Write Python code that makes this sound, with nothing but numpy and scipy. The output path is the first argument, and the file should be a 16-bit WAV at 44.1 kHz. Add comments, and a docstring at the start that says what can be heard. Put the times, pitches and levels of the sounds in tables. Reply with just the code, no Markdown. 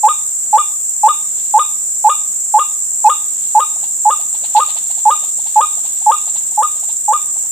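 """A palm plantation, where a waterhen repeats its two-part call twice a second: a low hoot that
breaks into a higher, raspy note. Trunks throw it back as echoes and fronds scatter it into a short tail.
Cicadas drone all around, two near ones throbbing more and more, over quiet air and stirring leaves.
Halfway through, faint rising chirps with a hissy edge join in between the calls."""
import sys
import numpy as np
from scipy import signal
from scipy.fft import rfft, irfft, next_fast_len
from scipy.io import wavfile
from scipy.ndimage import uniform_filter1d, map_coordinates

SR = 44100
rng = np.random.default_rng(int(sys.argv[2]) if len(sys.argv) > 2 else 0)


def generate_wav(signal):
    """Clip the signal to [-1, 1] and save it as 16-bit WAV at the path in sys.argv[1]."""
    frames = np.transpose(np.atleast_2d(signal))
    scaled = np.clip(frames, -1, 1) * 32767
    pcm = np.round(scaled).astype(np.int16)
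    wavfile.write(sys.argv[1], SR, pcm)


N = 331191
TIME = np.arange(N) / SR


def amp(db):
    """Decibels to gain."""
    return 10 ** (np.asarray(db) / 20)


def unit(x):
    """Normalise to rms 1."""
    return x / np.sqrt(np.mean(x ** 2) + 1e-20)


def along(points, hz):
    """Read a breakpoint curve on a log frequency axis."""
    freqs, values = np.transpose(points)
    return np.interp(np.log(hz + 1), np.log(freqs), values)


def wobble(rate, size=N):
    """A smooth random modulator with rate knots a second."""
    knots = rng.standard_normal(int(size * rate / SR) + 4)
    return map_coordinates(knots, [np.arange(size) * rate / SR])


def filtered(x, response):
    """EQ x with a gain given as a function of frequency."""
    size = next_fast_len(N + SR // 2)
    return irfft(rfft(x, size) * response(np.fft.rfftfreq(size, 1 / SR)), size)[..., :N]


def noise(spectrum):
    """Wide stereo noise of rms 1, shaped to a spectrum."""
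    inside = lambda hz: (hz > spectrum[0][0]) & (hz < spectrum[-1][0])
    return unit(filtered(rng.standard_normal((2, N)), lambda hz: amp(along(spectrum, hz)) * inside(hz)))


def pan(side_db):
    """Left and right gains; positive leans left."""
    return amp(np.array([[.5], [-.5]]) * side_db)


def add(track, s, sound):
    """Mix a sound into a track at time s."""
    part = track[..., max(round(s * SR), 0):][..., :sound.shape[-1]]
    part += sound[..., :part.shape[-1]]


def bump(t, centre, width):
    """A bell-shaped swell and fade."""
    return np.exp(-((t - centre) / width) ** 2)


def ramp(t, start, length):
    """A straight rise from 0 to 1."""
    return np.clip((t - start) / length, 0, 1)


def envelope(t, attack, hold, release):
    """A rounded attack, a hold and a rounded release."""
    return np.sin(np.pi / 2 * ramp(t, 0, attack)) * np.cos(np.pi / 2 * ramp(t, attack + hold, release))


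# tone of the air bed: (frequency [Hz], relative level [dB])
AIR_SPECTRUM = [(20, -21), (45, -11), (68, -.5), (120, -1), (350, -2), (800, -2), (1300, -5), (2100, -7.5),
                (3600, -9.5), (4700, -13), (6000, -30)]
# its stereo lean: (frequency [Hz], left minus right [dB])
AIR_PAN = [(35, 0), (70, 7), (220, 7), (400, 4), (600, 0)]


def air(level_db=-47.2, drift_db=.7):
    """A bed of quiet outdoor air, with more rumble on the left."""
    hush = filtered(noise(AIR_SPECTRUM), lambda hz: pan(along(AIR_PAN, hz)))
    return amp(level_db + drift_db * wobble(6)) * hush


def foliage_comb(hz, depth_db=2.5, step_hz=28):
    """Many paths through the foliage comb a steady sound, differently in each ear."""
    knots = rng.standard_normal((2, int(hz[-1] / step_hz) + 4))
    ripple = np.array([map_coordinates(row, [hz / step_hz]) for row in knots])
    return unit(amp(depth_db * ripple))


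# pulses in one cicada throb: (position [cycles], strength [relative gain])
THROB_PULSES = [(0.198, 0.71), (.46, 0.43), (0.722, 0.14), (0.951, 0.86)]


def throb(rate_hz, drift=.005):
    """One cicada's envelope: four short pulses in every cycle."""
    cycle = np.cumsum(rate_hz * (1 + drift * wobble(1))) / SR + rng.random()
    return unit(sum(size * bump((cycle - at + .5) % 1, .5, .085) for at, size in THROB_PULSES))


# body of the cicada drone: (frequency [Hz], relative level [dB])
DRONE_SPECTRUM = [(3000, -77), (5100, -35), (5520, -20.5), (6300, -28.5), (6790, -6), (7490, 4.5),
                  (7810, 0.5), (8420, -10), (9650, -18.5), (11200, -32), (12600, -35), (13000, -46)]
# its stereo spread: (frequency [Hz], left minus right [dB])
DRONE_PAN = [(6500, -1), (7000, 2.5), (7600, -2.5), (8500, 1), (9500, 5), (10600, -3.5), (12000, 5.5)]
# the shrill sheen about an octave up: (frequency [Hz], relative level [dB])
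SHRILL_SPECTRUM = [(12800, -50), (13100, -22), (13500, -10), (13800, -2), (14100, -1), (14220, 1),
                   (14330, -26), (15400, -33), (15700, -60)]


def cicadas(level_db=-17.5, shrill_db=-21, near_start_db=-10.5, near_growth_db_per_s=.85):
    """Far cicadas blur into a drone; two near ones throb ever deeper, at slightly different rates."""
    throbs = np.hypot(pan(3) * throb(rate_hz=24.4), pan(-4) * throb(rate_hz=23.9))
    near = amp(near_start_db + near_growth_db_per_s * TIME) * throbs
    mean_power = 1 + uniform_filter1d(near ** 2, size=SR // 2)
    tremolo = np.sqrt((1 + near ** 2) / mean_power)  # deepens while the average level holds
    drone = filtered(noise(DRONE_SPECTRUM), lambda hz: pan(along(DRONE_PAN, hz)))
    sheen = amp(shrill_db) * pan(2.5) * noise(SHRILL_SPECTRUM)
    return amp(level_db) * tremolo * filtered(drone + sheen, foliage_comb)


# tone of the rustle, also the chirps' hiss: (frequency [Hz], relative level [dB])
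RUSTLE_SPECTRUM = [(300, -24), (900, -16), (1850, -9), (2300, -8.5), (2800, -1), (3100, -3), (3550, 3),
                   (4200, 0), (4600, -1), (4850, -10), (7000, -16), (12000, -40)]
# soft stirs in the leaves: (peak time [s], level [dB], rise [s], fall [s])
LEAF_STIRS = [(1.45, -48.5, 0.17, .2), (3.45, -46.5, 0.11, .25), (4.61, -40, 0.056, 0.19),
              (5.7, -46, 0.87, 1)]
# a sharp swish: (time [s], level [dB], half length [s])
LEAF_SWISHES = [(4.574, -25, 0.016)]


def leaves(flutter_db=2.5, grain_db=3):
    """A light, uneven, grainy rustle: a few stirs and one sharp swish."""
    flutter = amp(flutter_db * wobble(45))
    grain = unit(amp(grain_db * wobble(500)))
    stir = sum(amp(db) * np.exp(-np.maximum((s - TIME) / rise, (TIME - s) / fall))
               for s, db, rise, fall in LEAF_STIRS)
    swish = sum(amp(db) * bump(TIME, s, width) for s, db, width in LEAF_SWISHES)
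    return (stir * flutter + swish) * grain * noise(RUSTLE_SPECTRUM)


# reverb time of the grove: (frequency [Hz], time to fall 60 dB [s])
GROVE_T60 = [(500, 0.23), (850, 0.34), (1200, 0.38), (2600, 0.26), (3600, 0.43), (8000, 0.14)]


def grove(x, build_s=.012):
    """Fronds scatter a sound into a diffuse tail, different in each ear."""
    hz, t, bands = signal.stft(rng.standard_normal((2, SR // 2)), SR, nperseg=256)
    decay = amp(-60 * t / along(GROVE_T60, hz)[:, None])
    fade_in = 1 - np.exp(-t / build_s)
    _, tail = signal.istft(bands * decay * fade_in, SR, nperseg=256)
    return signal.fftconvolve(np.atleast_2d(x), tail / np.linalg.norm(tail[0]), axes=1)[:, :N]


# slapback taps off the trunks: (delay [s], left gain [dB], right gain [dB])
TRUNK_ECHOES = [(.031, -29.5, -27.5), (.062, -28, -22.5), (.145, -35, -40)]


def trunks(x):
    """Single trunks throw back a few distinct echoes."""
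    return filtered(x, lambda hz: sum(amp([[left], [right]]) * np.exp(-2j * np.pi * hz * s)
                                      for s, left, right in TRUNK_ECHOES))


# cues for the faint chirps: (time [s], tone level [dB], level of the chirp's puff of hiss [dB])
CHIRP_CUES = [(3.766, -37, -66), (3.837, -32.5, -36), (4.202, -34, -39), (4.348, -35, -36),
              (4.442, -34, -30), (4.692, -34, -29), (4.767, -32.5, -30.5), (4.907, -35, -36.5),
              (4.981, -37, -36), (5.159, -35, -54), (5.239, -35, -35.5), (5.393, -36, -42),
              (5.466, -33.5, -35), (5.781, -36.5, -60), (5.855, -37, -34.5), (6.022, -36, -41.5),
              (6.279, -35.5, -36.5), (6.361, -34.5, -33), (6.522, -39, -61), (6.767, -42.5, -42),
              (6.833, -36, -41), (6.894, -36, -35), (7.368, -40.5, -47), (7.448, -42.5, -53)]


def chirps(centre_hz=795, spread_hz=35, sweep_hz_per_s=17000):
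    """Quick, rough upward sweeps of varying length, each with a puff of hiss."""
    tone, puffs = np.zeros((2, N))
    t = np.arange(-SR // 20, SR // 20) / SR
    variations = rng.standard_normal((len(CHIRP_CUES), 3))
    for (s, tone_db, hiss_db), (speed, length, pitch) in zip(CHIRP_CUES, variations):
        hz = centre_hz + spread_hz * pitch + (sweep_hz_per_s + 3000 * speed) * t
        phase = 2 * np.pi * np.cumsum(hz) / SR + .4 * wobble(400, len(t))
        rough = amp(2 * wobble(400, len(t)))
        add(tone, s + t[0], amp(tone_db) * rough * bump(t, 0, .0105 + .001 * length) * np.sin(phase))
        add(puffs, s + t[0], .7 * amp(hiss_db) * bump(t, .009, .016))
    return tone + puffs * noise(RUSTLE_SPECTRUM)


def voiced(hz, level, jitter=.0095, shimmer_db=.49):
    """Phase and envelope of one slightly unsteady note."""
    cycles = np.cumsum(hz * (1 + jitter * wobble(250, len(hz)))) / SR + rng.random()
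    return 2 * np.pi * cycles, level * amp(shimmer_db * wobble(90, len(hz)))


def hoot(t, tuning, pitch_hz=848, swing_hz=65, lift_hz=46.64, swell_db_per_s=18, second_db=-47):
    """An almost pure tone: its pitch swings, settles, then lifts just before the break."""
    swing = np.sin(2 * np.pi * t / .0091) * np.exp(-np.abs(t) / .0066)
    lift = ramp(t, start=.031, length=.0031)
    hz = pitch_hz + swing_hz * swing + lift_hz * lift
    swell = amp(swell_db_per_s * t - .5 * lift)  # weakens a touch on the lift
    phase, level = voiced(tuning * hz, swell * envelope(t, attack=.009, hold=.031, release=.0062))
    return level * (np.sin(phase) + amp(second_db) * np.sin(2 * phase))


def high_note(t, tuning, break_s=.045, from_hz=985, to_hz=1211, glide_s=.01835, overshoot_hz=48.5,
              rasp_db=-26.5, flare_db=15, rough_rad=.88):
    """The voice breaks upward, overshoots and settles; its raspy overtones flare in mid-glide."""
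    age = t - break_s
    glide = from_hz + (to_hz - from_hz) * ramp(age, 0, glide_s)
    overshoot = overshoot_hz * np.exp(-np.abs(age - glide_s) / .0054)
    shape = envelope(age, attack=.01, hold=.023, release=.018)
    phase, level = voiced(tuning * (glide + overshoot), shape, jitter=.011, shimmer_db=1)
    raspy = lambda ratio: np.sin(ratio * phase + rough_rad * wobble(350, len(t)))
    # in the break every other cycle differs, which adds half-pitch partials
    halves = bump(t, .051, .008) * (amp(-15) * np.sin(phase / 2) + amp(-21) * raspy(3 / 2))
    creak = bump(t, .059, .0045) * raspy(5 / 2) + .22 * bump(t, .069, .009) * raspy(9 / 4)
    brightness = amp(rasp_db + flare_db * bump(age, .012, .0031))
    overtones = level * brightness * (amp(-9) * raspy(2) + raspy(3))
    return level * np.sin(phase) + halves, overtones + amp(-16) * creak


# resonances of the bird's throat: (centre [Hz], width [Hz], gain [dB])
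THROAT_FORMANTS = [(2475, 125, 7), (2750, 140, 4), (3457, 133, -2.5), (3736, 180, 2.5)]


def throat(x):
    """Narrow resonances, with dark valleys between them, colour the overtones."""
    return filtered(x, lambda hz: sum(amp(db) / np.sqrt(1 + ((hz - centre) / (width / 2)) ** 4)
                                      for centre, width, db in THROAT_FORMANTS))


# cues for the waterhen: (time [s], effort against the usual call [dB])
CALL_CUES = [(0.0326, -0.5), (0.528, -0.44), (1.0325, -0.5), (1.538, -0.5), (2.0424, -0.5), (2.5383, -1),
             (3.043, .5), (3.5483, -0.5), (4.0522, -1.4), (4.548, -1), (5.0531, -0.5), (5.5579, -0.8),
             (6.0627, -0.5), (6.5745, -4.5), (7.0796, -4.5)]


def waterhen(hoot_db=-2, high_db=-9.5, high_effort_share=.2, brightening=.95, detune=.002):
    """Three stems (hoots, high notes, overtones) of near-identical calls; a softer call is duller."""
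    stems = np.zeros((3, N))
    t = np.arange(-SR // 200, SR // 8) / SR
    tunings = 1 + detune * rng.standard_normal(len(CALL_CUES))
    for (s, effort_db), tuning in zip(CALL_CUES, tunings):
        tone, overtones = high_note(t, tuning)
        low = amp(hoot_db + effort_db) * hoot(t, tuning)
        high_gain = amp(high_db + high_effort_share * effort_db)
        rasp_gain = high_gain * amp(brightening * effort_db)
        add(stems, s + t[0], np.array([low, high_gain * tone, rasp_gain * overtones]))
    return stems


def scene(hoot_send_db=-28, high_send_db=-21, rasp_db=-1, rasp_send_db=-2, chirp_send_db=-12):
    """The call's low tones arrive mostly direct; its overtones beam into the grove and scatter back."""
    hoots, highs, overtones = waterhen()
    direct = pan(-2) * hoots + pan(2.3) * highs
    coloured = throat(overtones)
    rasp = amp(rasp_db) * (coloured + overtones) / 2 + amp(rasp_send_db) * grove(coloured)
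    echoes = trunks(hoots / 3 + highs)
    tail = grove(amp(hoot_send_db) * hoots + amp(high_send_db) * highs)
    dry_chirps = chirps()
    background = dry_chirps + amp(chirp_send_db) * grove(dry_chirps) + leaves() + cicadas() + air()
    return background + direct + rasp + echoes + tail


def record(dry, top_hz=15655):
    """The master: a hard clip at full scale, then a brick-wall low-pass."""
    return filtered(np.clip(dry, -1, 1), lambda hz: hz < top_hz)


dry = scene()
out = record(dry)
generate_wav(out)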